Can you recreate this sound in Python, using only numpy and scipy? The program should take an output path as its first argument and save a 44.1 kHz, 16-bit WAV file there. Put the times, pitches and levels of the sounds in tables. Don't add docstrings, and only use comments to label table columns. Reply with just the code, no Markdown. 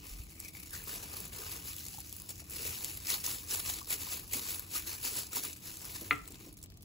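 import sys
import numpy as np
from scipy import signal
from scipy.fft import rfft, irfft
from scipy.io import wavfile
from scipy.ndimage import uniform_filter1d

SR = 44100
rng = np.random.default_rng(int(sys.argv[2]) if len(sys.argv) > 2 else 0)


def generate_wav(signal):
    frames = np.transpose(np.atleast_2d(signal))
    scaled = np.clip(frames, -1, 1) * 32767
    pcm = np.round(scaled).astype(np.int16)
    wavfile.write(sys.argv[1], SR, pcm)


def field_ratio(decibels):
    return 10 ** (np.asarray(decibels, dtype=float) / 20)


N = 301644


def evened(x):
    return x / np.sqrt(np.mean(x ** 2) + 1e-20)


def column(rows, index):
    rows = np.asarray(rows)
    return np.interp(np.arange(N) / SR, rows[:, 0], rows[:, index])


def colour(x, points):
    hz, (f, db) = np.fft.rfftfreq(N, 1 / SR), np.transpose(points)
    gain_db = np.interp(np.log(hz + 1), np.log(f), db)
    return irfft(rfft(x, N) * field_ratio(gain_db), N)


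def add(mix, s, sound):
    part = mix[round(s * SR):][:len(sound)]
    part += sound[:len(part)]


def resonate(x, hz, width):
    turn = np.exp(2j * np.pi * np.cumsum(hz) / SR)
    r = np.exp(-np.pi * width / SR)
    return 2 * (turn * signal.lfilter([1 - r], [1, -r], x / turn)).real


def room(x, t60):
    t = np.arange(SR // 4) / SR
    tails = rng.standard_normal((2, len(t))) * field_ratio(-60 * t / t60) * (1 - np.exp(-t / 0.00068))
    return signal.fftconvolve(x[None], tails / np.linalg.norm(tails[0]), axes=1)[:, :N]


# (time [s], level [dB])
APPLIANCE_LOAD = [(0.0, -58), (1.64, -57.5), (1.87, -57.5), (3.11, -57), (5.22, -60.5), (5.39, -60.5),
                  (6.36, -57.5), (6.84, -59)]
# (frequency [Hz], level [dB])
DEEP_RUMBLE = [(8.8, -63), (15, -61), (38, -2), (75, 1.5), (108, -6.5), (134, -8), (200, -12), (260, -69),
               (440, -120)]
UPPER_RUMBLE = [(65, -65), (110, 3.5), (198, -2.5), (302, -7.5), (440, -12.5), (560, -21), (659, -18.5),
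                (1080, -32.5), (1200, -24), (1560, -63), (2640, -120)]
UPPER_DB, UPPER_FOLLOWS = -62, .3
# (frequency [Hz], width [Hz], level [dB])
HUM_LINES = [(90.4, 10.2, -62), (291, 15, -71.5), (324.2, 4, -70.5)]
# (frequency [Hz], level [dB])
HISS_COLOUR = [(300, 10.5), (1000, -4), (2000, 0.5), (5000, 3.5), (17000, -19.5)]
HISS_DB = -67


def kitchen():
    def pair(points, same):
        a, b = (evened(colour(rng.standard_normal(N), points)) for _ in "ab")
        return same * a + np.sqrt(1 - same ** 2) * b * np.array([[1], [-1]])
    load_db = column(APPLIANCE_LOAD, index=1)
    upper_db = UPPER_DB + UPPER_FOLLOWS * (load_db + 59.5)
    out = field_ratio(load_db) * pair(DEEP_RUMBLE, .98) + field_ratio(upper_db) * pair(UPPER_RUMBLE, 0.97)
    for hz, width, db in HUM_LINES:
        line = [(hz - 3 * width, -60), (hz - width / 2, 0), (hz + width / 2, 0), (hz + 3 * width, -60)]
        out += field_ratio(db) * pair(line, 1.0)
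    return out + field_ratio(HISS_DB) * pair(HISS_COLOUR, 0.21)


# (peak time [s], rustle level [dB], rise [s], fall [s])
STROKES = [(2.52, -51, 0.031, 1), (2.67, -46, 0.3, 0.15), (2.85, -49, 0.57, 0.4), (3.12, -38.5, 0.13, 0.14),
           (3.246, -42.5, 0.026, 0.35), (3.35, -52.5, 0.42, 0.068), (3.525, -41.5, 0.1, 0.24),
           (3.69, -41.5, 0.11, 0.094), (3.75, -49, 0.18, 0.23), (3.916, -41, 0.071, 0.11),
           (4.03, -48, 0.17, 0.49), (4.132, -43, 0.062, 0.11), (4.343, -40, 0.054, 0.13),
           (4.52, -45, 0.36, 0.22), (4.749, -43.5, 0.097, 0.15), (4.915, -47, 0.19, 0.16),
           (5.051, -42, 0.073, 0.23), (5.18, -43.5, 0.12, 0.17), (5.372, -39, 0.088, 0.056),
           (5.456, -45, 0.15, 0.16), (5.669, -51.5, 0.11, 0.26)]
# (peak time [s], rustle level [dB], rise [s], fall [s])
GRIP_SHIFTS = [(.09, -56.5, 0.3, 0.47), (.47, -59, 0.45, 0.038), (.555, -60, 0.16, 0.45),
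               (.748, -50.5, 0.094, 0.22), (.89, -57, 0.1, 0.28), (.95, -49, 0.3, 0.13),
               (1.165, -52.5, 0.46, 0.3), (1.26, -55.5, 0.3, 0.031), (1.335, -53.5, 0.031, 0.74),
               (1.5, -52.5, 0.57, 0.39), (1.565, -55, 0.31, 0.07), (1.69, -50.5, 0.21, 0.16),
               (1.8, -54, 0.13, 0.37), (1.9, -57.5, 0.35, 1), (2.13, -61, 0.44, 0.82),
               (2.292, -52, 0.021, 0.071), (2.38, -59.5, 0.12, 0.17), (5.82, -60, 0.13, 1),
               (6.0, -53.5, 0.84, 0.37), (6.33, -70, .1, 0.21), (6.46, -62, 0.29, 0.13),
               (6.635, -84, .08, 0.044)]
# (peak time [s], rustle level [dB], length [s])
CRUMPLES = [(0.305, -61, 0.025), (0.398, -58, 0.025), (0.436, -63, 0.034), (0.448, -56, 0.027),
            (0.486, -52.5, 0.026), (0.561, -59, 0.039), (0.6, -54.5, 0.029), (0.632, -55, 0.025),
            (0.66, -57, 0.026), (0.672, -54, 0.025), (0.76, -54.5, 0.035), (0.888, -50.5, 0.04),
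            (0.916, -56, 0.026), (1.034, -51.5, .04), (1.137, -47.5, 0.023), (1.386, -52, .04),
            (1.527, -50.5, 0.041), (1.73, -52.5, 0.036), (1.785, -52.5, .03), (1.853, -57.5, .03),
            (1.864, -61, 0.018), (1.888, -59, 0.037), (1.942, -52.5, .03), (2.185, -56.5, 0.035),
            (2.306, -47, 0.029), (2.399, -56, 0.061), (2.532, -62, 0.041), (3.265, -52, 0.023),
            (3.287, -51, .03), (3.508, -51, 0.06), (3.537, -40.5, 0.043), (3.595, -42, 0.033),
            (3.66, -45.5, 0.068), (3.7, -47, .02), (3.93, -39.5, .04), (4.767, -43.5, 0.079),
            (4.876, -46, .04), (5.074, -49, 0.068), (5.153, -46.5, .04), (5.333, -46, 0.025),
            (5.434, -47.5, 0.037), (5.954, -48, 0.043), (6.012, -64, 0.028), (6.123, -54, 0.04),
            (6.206, -65, 0.022), (6.28, -58.5, 0.039), (6.314, -60.5, .05), (6.357, -64, 0.039),
            (6.409, -60, 0.078), (6.49, -65, 0.034), (6.577, -67.5, 0.03), (6.64, -61.5, 0.023),
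            (6.774, -65, 0.023)]
# (time [s], depth [dB], half width [s])
LIFTS = [(.525, 0.5, 0.036), (1.313, 9, 0.0041), (2.345, 2, 0.027), (2.455, 4.5, 0.039), (3.835, 5, .012),
         (3.86, 4, 0.011), (4.265, 6.5, 0.012), (5.295, 2.5, 0.033), (3.225, 0, 0.013), (6.558, 9, 0.011),
         (6.69, 4, .01), (6.79, 7, .015)]
SWING_DB, STILL_DB = 29.5, -87
CRUMPLE_RISE, ROUND = 0.44, 0.08


def effort():
    t = np.arange(0, N + 64, 64) / SR
    crumples = [(s, db, CRUMPLE_RISE * length, length) for s, db, length in CRUMPLES]
    peak, db, rise, fall = np.transpose(STROKES + GRIP_SHIFTS + crumples)[:, :, None]
    away = np.where(t < peak, (peak - t) / rise, (t - peak) / fall)
    away = np.hypot(away, ROUND) - ROUND
    power = (field_ratio(db - SWING_DB * away) ** 2).sum(axis=0) + field_ratio(STILL_DB) ** 2
    lifted_db = sum(db * np.exp(-.5 * ((t - s) / width) ** 2) for s, db, width in LIFTS)
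    return np.interp(np.arange(N) / SR, t, 10 * np.log10(power) - lifted_db)


def grains(per_s, spread_db, low_hz, high_hz, count=13):
    clump = field_ratio(5.5 * evened(uniform_filter1d(rng.standard_normal(N), 260)))
    out, t = np.zeros(N), np.arange(256) / SR
    for hz, cycles in zip(np.geomspace(low_hz, high_hz, count), rng.uniform(.3, 1.3, count)):
        chance, size, sign = rng.random(N), rng.exponential(1, N), rng.choice([-1, 1], N)
        buckles = chance < clump * per_s / count / SR
        train = buckles * field_ratio(spread_db * np.minimum(size, 4)) * sign
        ring = np.sin(2 * np.pi * hz * t) * np.exp(-t * hz / cycles)
        out += hz ** .5 * signal.oaconvolve(train, ring / np.linalg.norm(ring))[:N]
    return evened(out)


# (frequency [Hz], level [dB])
FILM_COLOUR = [(500, -19), (1800, -7), (2800, -2), (3300, -8), (4000, -4), (5000, -3.5), (6500, -3),
               (11000, -1), (15600, -1.5), (17000, -25)]
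PASTE_COLOUR = [(100, -8), (250, 2.5), (450, 6), (700, -5), (1100, 2.5), (1700, -14), (2600, 2),
                (4000, -34)]
# (time [s], paste against rustle [dB], hollow under the thumb [Hz], hollow against paste [dB])
WETNESS = [(0, -3.5, 1600, -24), (.15, -10, 2300, -12), (.4, -10, 2290, 8.5), (.63, -10.5, 2270, 6),
           (.69, -16, 2200, 0), (.72, -9.5, 1760, 10.5), (.81, -9.5, 1740, 3), (.84, -6.5, 1700, -7),
           (1.0, -4, 1600, -12), (1.65, -7, 1550, -16), (1.9, -28, 1700, -32), (2.5, -8.5, 1710, -10),
           (3.0, -13, 2070, -15), (4.2, -9.5, 1680, -20), (5.4, -10.5, 1420, -11), (5.7, -11, 1900, -9),
           (6.84, -2, 1500, -26)]
DRIER_PER_DB = 0.28
HOLLOW_WANDER, HOLLOW_DRIFT_S = .035, .03
TICKS_PER_S, TICK_SHARE = 420, .42


def rub():
    level_db = effort()
    share = np.clip(.5 - (level_db + 52.5) / 40, .3, .97)
    flicker = field_ratio(2.2 * evened(uniform_filter1d(rng.standard_normal(N), size=200)))
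    fizz = np.sqrt(1 - share) * evened(flicker * rng.standard_normal(N))

    ticks = (rng.random(N) < TICKS_PER_S / SR) * rng.standard_normal(N)
    tick = rng.standard_normal(40) * np.exp(-np.arange(40) / 5)
    ticks = evened(signal.oaconvolve(ticks, tick)[:N])
    lone = TICK_SHARE * share ** 2
    crackle = np.sqrt(share - lone) * grains(2600, 1.9, 735, 15200)
    drive = fizz + crackle + np.sqrt(lone) * ticks
    film = field_ratio(6.5) * evened(colour(drive, FILM_COLOUR))

    span = round(HOLLOW_DRIFT_S * SR)
    drift = evened(uniform_filter1d(uniform_filter1d(rng.standard_normal(N), span), span))
    hz = column(WETNESS, index=2) * np.exp(HOLLOW_WANDER * drift)
    hollow = evened(resonate(resonate(drive * flicker ** 2, hz, 520), hz, 520))
    wet_db = column(WETNESS, index=1) - DRIER_PER_DB * (level_db + 54.5)
    body = evened(colour(drive, PASTE_COLOUR))
    paste = field_ratio(wet_db + 1.5) * (body + field_ratio(column(WETNESS, index=3)) * hollow)
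    return field_ratio(level_db) * (film + paste)


# (time [s], peak level [dB], pitch [Hz], decay [s])
BUMPS = [
    (0.11, -41, 43, 0.078),
    (0.198, -31.5, 55, 0.016),
    (6.135, -43, 129, .02),
]


def bumps():
    out, t = np.zeros(N), np.arange(SR // 4) / SR
    for s, db, hz, decay in BUMPS:
        wobble = np.sin(2 * np.pi * hz * t) * np.exp(-t / decay) * (1 - np.exp(-t / 0.0057))
        add(out, s, field_ratio(db) * wobble)
    return out


# (time [s], peak level [dB], pitch [Hz])
SNAPS = [(0.2359, -41, 11500), (0.2952, -44, 7090), (0.3087, -42, 11600), (0.3416, -47, 10000),
         (0.3536, -42, 11300), (0.4015, -24.5, 8790), (0.408, -37, 6100), (0.4359, -44, 3890),
         (0.4815, -33, 5500), (0.449, -36, 4500), (0.5697, -34, 4440), (0.5382, -44, 4130),
         (0.5541, -37, 11500), (0.596, -41, 4660), (0.63, -41, 11000), (0.6584, -37, 10600),
         (0.707, -31, 10400), (0.7302, -29.5, 10600), (0.7397, -30, 4200), (0.8395, -29.5, 10800),
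         (0.8774, -32, 4310), (0.8813, -28, 11000), (0.924, -34, 11200), (1.1312, -26.5, 10300),
         (1.1673, -27, 10900), (1.2032, -31, 11100), (1.2531, -31, 10600), (1.2785, -33, 11600),
         (1.325, -34, 11000), (1.332, -33, 3300), (1.5168, -27, 4300), (1.6192, -39, 11700),
         (1.6412, -31, 10900), (1.7649, -29, 11100), (1.7825, -31, 2640), (1.8522, -29, 6640),
         (1.8647, -31, 6710), (1.8841, -26.5, 7150), (1.9729, -32, 11800), (1.9869, -29, 10900),
         (2.004, -25.5, 11300), (2.0462, -39, 7400), (2.0637, -31, 10900), (2.093, -35, 10800),
         (2.1267, -29, 11100), (2.1655, -30, 10800), (2.1995, -27.5, 7900), (2.2189, -29, 10900),
         (2.2613, -38, 6710), (2.2922, -24, 7600), (2.357, -33, 7350), (2.441, -41, 7800),
         (2.4818, -42, 11200), (2.4976, -30, 10100), (2.5078, -33, 10500)]
STROKE_SNAPS = [(3.829, -31, 6500), (3.857, -34, 5200), (2.5073, -28, 10500), (2.6523, -36, 4730),
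                (2.7073, -29.5, 7320), (2.8453, -22, 7200), (2.9717, -25, 11200), (3.07, -24, 5810),
                (3.1025, -16, 6000), (3.2397, -20.5, 5670), (3.2638, -17, 6140), (3.447, -35, 11200),
                (3.496, -32, 6250), (3.509, -20, 5500), (3.5123, -23, 5940), (3.645, -28, 10800),
                (3.674, -32, 11200), (3.6978, -19.5, 4000), (3.7375, -25.5, 6600), (3.7586, -29, 4830),
                (3.785, -29, 6410), (3.812, -29.5, 6300), (3.8457, -31, 6100), (3.871, -34, 11600),
                (3.8875, -32, 7320), (3.8882, -31, 10500), (3.9046, -21, 11300), (4.133, -30, 7140),
                (4.196, -27.5, 11000), (4.2783, -36.5, 10800), (4.2788, -40, 11400), (4.3117, -34, 7800),
                (4.318, -35, 11200), (4.3287, -39, 11300), (4.3323, -20, 7260), (4.3356, -26, 7010),
                (4.595, -25.5, 12000), (4.7198, -40, 11000), (4.7332, -38, 7850), (4.8649, -38, 12200),
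                (4.874, -37, 11300), (4.9817, -32, 10600), (5.0136, -32, 10400), (5.0261, -37, 10400),
                (5.039, -30, 3900), (5.267, -30, 5300), (5.3197, -33, 6900), (5.3344, -30, 6980),
                (5.3573, -20, 11500), (5.4365, -26, 7450), (5.5305, -29, 6540), (5.5725, -35, 11000),
                (5.631, -42, 7050), (5.77, -32.5, 7640), (5.7933, -40, 11400), (5.8158, -29.5, 10400),
                (5.8525, -28, 10100), (5.949, -36, 11400), (6.012, -24.5, 11700)]
SETTLES = [(6.2555, -37, 3540), (6.277, -31, 8200), (6.306, -34, 11500), (6.321, -34, 8100),
           (6.344, -35.5, 3470), (6.3555, -37.5, 4770), (6.4014, -41, 10300), (6.492, -42.5, 4020),
           (6.527, -37, 10660), (6.54, -40, 9100), (6.5705, -37.5, 7100), (6.5765, -40, 11000),
           (6.5872, -44, 4000), (6.59, -41, 11500), (6.603, -45, 9000), (6.6145, -41, 9000),
           (6.6282, -28.5, 8100), (6.6378, -34, 7850), (6.66, -41.5, 3000), (6.7015, -40, 5150),
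           (6.7204, -44, 2200), (6.741, -46, 4210), (6.772, -39, 8400), (6.809, -45, 5050),
           (6.823, -38.5, 10600), (6.829, -39, 6000)]
SNAP_DB, DULL_DB = 0.5, -23.5
RATTLE_DB, RATTLE_S = -17, 0.0056


def snaps():
    out, t = np.zeros(N), np.arange(900) / SR
    rows = [(s, db + SNAP_DB, hz) for s, db, hz in SNAPS + STROKE_SNAPS] + SETTLES
    chance = rng.standard_normal((len(rows), 4, len(t)))
    for (s, db, hz), (wide, dull, pitched, uneven) in zip(rows, chance):
        rattle_db = RATTLE_DB + 7.1 * evened(uniform_filter1d(uneven, size=30))
        rattle = field_ratio(rattle_db) * np.exp(-t / RATTLE_S)
        fall = (np.exp(-t / 0.00081) + rattle) * (1 - np.exp(-t / 0.00026))
        ring = 0.5 * evened(resonate(pitched, hz + 0 * t, 1200))
        ring += 0.68 * evened(np.diff(wide, prepend=0))
        pop = evened(uniform_filter1d(dull, size=12) - uniform_filter1d(dull, size=60)) * field_ratio(DULL_DB)
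        add(out, s, field_ratio(db - 2.5) * fall * (ring + pop))
    return out


# (time [s], peak level [dB], pitch [Hz])
SQUELCHES = [(0.875, -46, 1100), (0.963, -45, 850), (1.029, -50, 850), (1.327, -48, 643), (1.413, -49, 668),
             (1.46, -47, 1000), (1.941, -52, 781), (1.979, -45, 760), (2.164, -62, 1300),
             (2.199, -61, 1110), (2.298, -50, 503), (2.419, -51, 697), (2.832, -52, 634), (3.11, -43, 1090),
             (3.273, -38, 1050), (3.58, -48, 896), (3.813, -42, 1080), (3.905, -39.5, 1080),
             (4.068, -43, 1010), (4.327, -54, 1170), (4.462, -46, 970), (4.753, -40, 1170),
             (4.917, -53, 895), (5.042, -45, 1030), (5.364, -34.5, 988), (5.44, -36.5, 1060),
             (6.018, -45, 524)]


def squelches():
    out, t = np.zeros(N), np.arange(1500) / SR
    chance = rng.standard_normal((len(SQUELCHES), len(t)))
    for (s, db, hz), noise in zip(SQUELCHES, chance):
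        pitch = hz + 0 * t
        pocket = evened(resonate(resonate(noise, pitch, 260), pitch, 260))
        add(out, s, field_ratio(db - 1.5) * pocket * np.exp(-t / 0.009) * (1 - np.exp(-t / 0.0015)))
    return out


# (frequency [Hz], left lag [turns], left-right likeness [0-1], left-right balance [dB])
HAND_PORTS = [(0, 0, .95, 0), (600, -.15, .6, 3), (1400, -.3, .5, 4), (2600, -.4, .3, 9), (3400, 0, .75, 3),
              (5600, 0, .5, 2), (6900, 0, .85, 0), (15500, 2, .85, 0), (22050, 3.5, .85, 0)]


def ports(x, other):
    f, *columns = np.transpose(HAND_PORTS)
    turns, same, balance_db = (np.interp(np.fft.rfftfreq(N, 1 / SR), f, c) for c in columns)
    right = same * np.exp(2j * np.pi * turns) * rfft(x) + np.sqrt(1 - same ** 2) * rfft(other)
    return np.array([x, irfft(right * field_ratio(-balance_db), N)])


def glove():
    hz, t, z = signal.stft(rub() + snaps() + squelches(), SR, nperseg=256)
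    colours, paths = rng.standard_normal((2, len(hz), len(t)))
    colours = evened(uniform_filter1d(uniform_filter1d(colours, size=5, axis=0), size=24, axis=1))
    paths = evened(uniform_filter1d(uniform_filter1d(paths, size=2, axis=0), size=12, axis=1))
    z = z * field_ratio(1.2 * colours)
    near = signal.istft(z, SR, nperseg=256)[1][:N]
    scattered = signal.istft(z * np.exp(2.5j * paths), SR, nperseg=256)[1][:N]
    return ports(near, scattered) + field_ratio(-16) * room(near, 0.08)


# (time [s], peak level [dB], pitch [Hz])
PRESSES = [(1.035, -56, 282), (1.214, -52, 212), (1.381, -50, 417), (2.131, -70, 151), (2.599, -48.5, 444),
           (2.653, -46.5, 380), (3.517, -51, 406), (3.909, -48, 413), (4.351, -45.5, 246),
           (4.872, -53, 367), (5.113, -53, 420), (5.362, -46, 393), (5.456, -55, 317), (6.016, -46, 291),
           (6.3, -49.5, 296), (6.4, -60, 324), (6.459, -51, 303), (6.62, -63, 293)]


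def presses():
    out, t = np.zeros(N), np.arange(4000) / SR
    chance = rng.standard_normal((len(PRESSES), len(t)))
    for (s, db, hz), noise in zip(PRESSES, chance):
        thump = evened(resonate(noise, hz + 0 * t, 88))
        add(out, s, field_ratio(db - 1.0) * thump * np.exp(-t / 0.039) * (1 - np.exp(-t / 0.0024)))
    return colour(out, [(60, -16.5), (150, 3.0), (700, -6.5), (1500, -16)])


# (time [s], level [dB], contact [s])
SPOON_BLOWS = [
    (6.10925, -10, 0.000055),
    (6.1160, -21, .00008),
    (6.1200, -27, .0001),
    (6.1240, -20, .00009),
    (6.1298, -25, 0.000065),
    (6.1400, -33, .0001),
    (6.194, -42, .00015),
    (6.2775, -47, .0001),
]
# (frequency [Hz], level [dB], t60 [s])
BOWL_MODES = [(297, -24, 0.065), (433, -29.5, 0.14), (730, -32.5, 0.075), (1245, -15.5, 0.07),
              (1340, -12.5, 0.054), (1300, -16.5, 0.055), (1600, -32.5, 0.02), (2056, -16, 0.056),
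              (2110, -8, 0.038), (2200, -8, 0.035), (2275, -10.5, 0.045), (2410, -9, 0.039),
              (2600, -13.5, 0.03), (2860, -16, 0.037)]
SPOON_MODES = [(1330, -40.5, .4), (1332, -44, 0.45), (1993, -24, .11), (2340, 2, 0.0061), (2570, -31, 0.13),
               (3300, -15.5, 0.029), (3540, -19, 0.022), (4130, -15, 0.031), (4300, -19, 0.017)]
# (frequency [Hz], level [dB])
CRACK_COLOUR = [(500, -31), (1200, -41), (2200, 6), (3200, -11.5), (4300, 8), (5200, -41.5)]
# (frequency [Hz], left-right balance [dB])
BOWL_BALANCE = [(60, -2), (380, 8), (700, 8), (1290, -5), (1700, 0), (2300, 3.5), (2900, 7), (4400, 2)]
# (frequency [Hz], level [dB])
WALLS = [(300, 13.5), (1300, 4), (2300, -1.5), (3500, 5.5), (6000, -16)]


def spoon():
    blows, t, u = np.zeros(N), np.arange(SR // 3) / SR, np.arange(-30, 31) / SR
    for s, db, contact in SPOON_BLOWS:
        pulse = np.exp(-.5 * (u / contact) ** 2) / (contact * SR * 3.2)
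        add(blows, s - 30 / SR, -field_ratio(db) * pulse)
    body = np.zeros(len(t))
    for hz, db, t60 in BOWL_MODES + SPOON_MODES:
        body += field_ratio(db - 60 * t / t60) * np.sin(2 * np.pi * hz * t) * (1 - np.exp(-t * hz / 1.3))
    crack = evened(colour(rng.standard_normal(N), CRACK_COLOUR))[:len(t)] * np.exp(-t / 0.003)
    dry = signal.oaconvolve(blows, body + field_ratio(-17) * crack)[:N]
    half = [(hz, db / 2) for hz, db in BOWL_BALANCE]
    pair = np.array([colour(dry, half), colour(dry, [(hz, -db) for hz, db in half])])
    return pair + field_ratio(-11) * room(colour(dry, WALLS), 0.31)


def scene():
    return kitchen() + glove() + bumps() + presses() + spoon()


# (low edge [Hz], high edge [Hz], sign of right channel [+-1],
# share of frames [0-1])
SHARED_BANDS = [(3300, 4700, 1, .5), (4700, 6400, 1, .15), (6400, 7500, 1, 1), (8350, 9600, -1, 1),
                (9600, 9900, -1, .2), (10500, 11700, 1, 1), (12500, 13800, -1, 1), (14700, 17000, 1, 1)]
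# (start [s], end [s])
APART = [(.1, .14), (.2, .24), (.3, .48), (.6, .88), (.98, 1.02), (1.12, 1.17), (1.28, 1.33), (1.84, 2.24),
         (2.3, 2.42), (2.5, 2.54), (2.68, 2.73), (3.82, 3.87), (4.23, 4.33), (4.96, 5.0), (5.53, 5.6),
         (5.79, 5.86), (6.0, 6.02), (6.14, 6.4), (6.5, 6.84)]
REJOIN = .18


def fold(x):
    hz, t, z = signal.stft(x, SR, nperseg=1024)
    together = ~np.any([(a < t) & (t < b) for a, b in APART], axis=0)
    together |= (rng.random(len(t) // 2 + 1) < REJOIN).repeat(2)[:len(t)]
    chance = rng.random((len(hz) // 10 + 1, len(t) // 3 + 1))
    chance = chance.repeat(10, axis=0).repeat(3, axis=1)[:len(hz), :len(t)]
    for low, high, sign, share in SHARED_BANDS:
        joined = ((low < hz) & (hz < high))[:, None] & together & (chance < share)
        z[1] = np.where(joined, sign * z[0], z[1])
    return signal.istft(z, SR, nperseg=1024)[1][:, :N]


def top_cut(x):
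    return signal.sosfilt(signal.butter(12, 16960, fs=SR, output="sos"), x)


# (frequency [Hz], level [dB])
BAND_EDGE = [(15700, 1), (16100, -39), (17000, -40), (17400, -100)]


def record(dry):
    limited = np.array([colour(x, BAND_EDGE) for x in dry])
    return top_cut(fold(limited))


dry = scene()
out = record(dry)
generate_wav(out)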